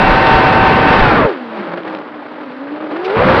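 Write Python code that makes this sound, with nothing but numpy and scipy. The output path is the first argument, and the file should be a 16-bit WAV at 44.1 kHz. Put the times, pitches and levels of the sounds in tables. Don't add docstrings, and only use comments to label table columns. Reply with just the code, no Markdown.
import sys
import numpy as np
from scipy import signal
from scipy.fft import rfft, irfft, next_fast_len
from scipy.io import wavfile
from scipy.ndimage import uniform_filter1d, map_coordinates

SR = 44100
rng = np.random.default_rng(int(sys.argv[2]) if len(sys.argv) > 2 else 0)


def boost_factor(decibels):
    exponent = np.asarray(decibels, float) / 20
    return 10 ** exponent


def persist_wave(psi):
    counts = np.round(np.clip(psi, -1, 1) * 32767).astype(np.int16)
    wavfile.write(sys.argv[1], SR, np.atleast_2d(counts).T)


N = 149940


def unit(x):
    return x / np.sqrt(np.mean(x ** 2) + 1e-20)


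def along(points, hz):
    f, v = np.transpose(points)
    return np.interp(np.log(hz + 1), np.log(f + 1), v)


def curves(rows):
    s, *cols = np.transpose(rows)
    t = np.arange(N) / SR
    return [uniform_filter1d(np.interp(t, s, c), size=600) for c in cols]


def wobble(rate_hz):
    knots = rng.standard_normal(int(N * rate_hz / SR) + 4)
    return map_coordinates(knots, [np.arange(N) * rate_hz / SR])


def filtered(x, response):
    m = next_fast_len(N + SR // 2)
    return irfft(rfft(x, m) * response(np.fft.rfftfreq(m, 1 / SR)), m)[..., :N]


def coloured(x, spectrum):
    return filtered(x, lambda hz: boost_factor(along(spectrum, hz)))


def gate(start_s, end_s, edge_s):
    t = np.arange(N) / SR
    return np.clip(np.minimum(t - start_s, end_s - t) / edge_s, 0, 1)


def rattle():
    # start_s, level_db
    ticks = [(1.774, -21), (1.783, -28), (1.834, -22), (1.868, -35), (1.878, -16), (1.899, -23),
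             (1.929, -26), (1.9497, -12.5), (1.972, -22), (1.988, -22)]
    decay_s = 0.011
    x = np.zeros(N + SR)
    t = np.arange(SR // 40) / SR
    for start_s, level_db in ticks:
        grit = 0.5 * np.sign(uniform_filter1d(rng.standard_normal(len(t)), size=4))
        x[round(start_s * SR):][:len(t)] += boost_factor(level_db + 9.5 - 60 * t / decay_s) * grit
    return filtered(x[:N], lambda hz: 1 / (1 + (hz / 2600) ** 3) / (1 + (300 / (hz + 1)) ** 2))


def housing_buzz():
    # start_s, length_s, level_db
    start_s, length_s, level_db = (3.04, 0.031, -28.5)
    # hz, level_db
    buzz_colour = [(600, -25), (1500, -23), (2400, 1.5), (3500, -9), (5600, -16.5), (9000, -27)]
    buzz = unit(coloured(rng.standard_normal(N), buzz_colour))
    return boost_factor(level_db) * gate(start_s, start_s + length_s, 0.008) * buzz


def wash(slow, fast):
    # start_s, level_db, tilt_db (brightness), gust_db (unevenness)
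    effort = [(0, -14, 8, 0.5), (1.05, -13.5, 7.5, 1), (1.2, -14.5, 2.5, -1.5), (1.27, -21.5, 4, 0),
              (1.4, -33.5, 6.3, 0.5), (1.58, -27.5, 3, 0.5), (1.8, -28.5, 1, 3), (1.96, -31.5, 1.5, 1),
              (2.04, -34.5, 2, 1.5), (2.3, -34.5, 3, 1.5), (2.55, -35, 4, 0.5), (2.8, -33, 0.5, 2),
              (3.0, -28.5, 3.5, 2), (3.12, -23, 6, 1.5), (3.22, -15, 3.16, 1), (3.4, -13, 6, 0.5)]
    # hz, level_db (per hz)
    air_colour = [(15, -68.5), (25, -60), (188, -15), (295, -10.5), (433, -9.5), (569, -8.5), (1510, -17.5),
                  (4570, -41.5), (5600, -54), (7280, -81), (12300, -120)]
    level_db, tilt_db, gust_db = curves(effort)
    puffs = boost_factor(gust_db * (wobble(140) + 0.65 * wobble(45.075)) + 0.7 * wobble(12))
    chop = (1 + 0.19 * np.cos(slow)) * (1 + 0.31 * np.cos(fast)) * puffs
    air = unit(coloured(chop * rng.standard_normal(N), air_colour[:-2]))
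    low = filtered(air, lambda hz: 1 / (1 + (hz / 900) ** 2))
    high = filtered(air, lambda hz: 1 / (1 + (2800 / (hz + 1)) ** 2))
    middle = air - low - high
    return boost_factor(level_db + 5) * (boost_factor(-tilt_db) * low + middle + boost_factor(tilt_db) * high)


def overload():
    # start_s, end_s
    spans = [
        (-.1, 1.264),
        (3.166, 3.5),
    ]
    # hz, level_db (per hz)
    roar_colour = [(12, -31), (20, -6.5), (142, 5.5), (687, -2), (912, -5), (978, 0), (2630, -16.5),
                   (5600, -56), (7280, -64), (12300, -120)]
    lumps = boost_factor(1.9 * wobble(300) + 0.4 * wobble(35) + 1.7 * wobble(3.8))
    roar = unit(coloured(lumps * rng.standard_normal(N), roar_colour[:-2]))
    bursts = boost_factor(8.9 * wobble(21)) * rng.standard_normal(N)
    thump = unit(filtered(bursts, lambda hz: 1 / (1 + (hz / 70) ** 4)))
    driven = sum(gate(start_s, end_s, 0.003) for start_s, end_s in spans)
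    return boost_factor(-12.5) * driven * (roar + boost_factor(-10.5) * thump)


def propeller_pair(track, orders):
    blade_hz, tone_db, over_db = curves(track)
    jitter_hz = 4 * wobble(30)
    hunting_hz = 5 * wobble(11) * (blade_hz < 600)
    phase = 2 * np.pi * np.cumsum(blade_hz + jitter_hz + hunting_hz) / SR
    tones = np.zeros(N)
    for k, order_db in orders:
        flutter_db = 2.4 * wobble(45)
        level_db = tone_db + order_db + (k > 1) * over_db + flutter_db
        tones += boost_factor(level_db) * np.sin(k * phase + k * k)
    return np.sqrt(2) * tones, phase, tone_db + over_db


def slow_propellers():
    # start_s, blade_hz, tone_db, over_db (overtones over their usual share)
    slow_track = [(0, 764, -16.5, 1), (1.02, 762, -17, -0.5), (1.09, 701, -22, 5.5), (1.21, 566, -24, 11),
                  (1.28, 412, -14.5, -11), (1.37, 245, -31.5, 1.5), (1.55, 222, -32.5, -7),
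                  (1.63, 192, -33, -5), (1.72, 175, -36, -9), (1.94, 200, -43.5, -4),
                  (2.1, 235, -41.5, -11), (2.3, 250, -42.5, -9), (2.58, 255, -31, -3.5),
                  (2.78, 303, -27.5, -7), (2.93, 308, -26, -4.5), (3.1, 388, -15.5, -10),
                  (3.23, 510, -16.5, -9.5), (3.4, 553, -19.5, -3)]
    slow_orders = [
        (1, 0),
        (2, -4.5),
        (3, -16),
        (4, -28),
        (6, -34),
    ]
    return propeller_pair(slow_track, slow_orders)


def fast_propellers():
    # start_s, blade_hz, tone_db, over_db (overtones over their usual share)
    fast_track = [(0, 908.5, -15, 3.5), (.98, 907.7, -13.5, 0.5), (1.09, 835, -15.5, 5),
                  (1.25, 600, -10.5, -12), (1.36, 354.7, -29, -0.5), (1.46, 291.3, -35.5, -1),
                  (1.63, 362.8, -24.5, -3.5), (1.7, 317.8, -29, -2), (1.77, 352, -28, -5),
                  (1.85, 313, -30.5, -7), (1.91, 340, -26, -7), (2.03, 298, -34.5, -3),
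                  (2.5, 303.6, -32, -1), (2.64, 278.2, -31, -5), (2.9, 330, -29.5, -12),
                  (3.05, 435, -23.5, -2), (3.2, 588, -19, -13), (3.4, 662, -24, -7)]
    fast_orders = [
        (1, -3.5),
        (2, -15),
        (3, -17.5),
        (5, -43),
        (6, -41),
    ]
    return propeller_pair(fast_track, fast_orders)


def mixed_tone(slow, fast, fast_db):
    return boost_factor(fast_db - 15 + wobble(7.4)) * np.sin(2 * fast + slow)


def scene():
    slow_tones, slow, _ = slow_propellers()
    fast_tones, fast, fast_db = fast_propellers()
    propellers = slow_tones + fast_tones + mixed_tone(slow, fast, fast_db)
    housing = rattle() + housing_buzz()
    return (propellers + wash(slow, fast) + housing + overload())[None]


def roll_off(x):
    return signal.sosfilt(signal.butter(12, 15700, fs=SR, output="sos"), x)


def record(dry):
    # hz, level_db
    skirt = [(3800, -1.5), (5200, -3.5), (6100, -10), (6500, -34), (6900, -19.5), (8300, -18.5),
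             (10500, -24.5), (12500, -47), (16000, -67)]
    ceiling, knee = 0.82, 5
    x = dry / (1 + np.abs(dry / ceiling) ** knee) ** (1 / knee)

    def response(hz):
        notch_hz, width_hz, left = 705, 21.4, 0.067
        dip = 1 - (1 - left) / (1 + ((hz - notch_hz) / width_hz * 2) ** 2)
        return dip * boost_factor(along(skirt, hz) - skirt[0][1])

    click = boost_factor(-14.5) * (np.arange(N) == N - 1)
    return roll_off(filtered(x, response) + click)


dry = scene()
out = record(dry)
persist_wave(out)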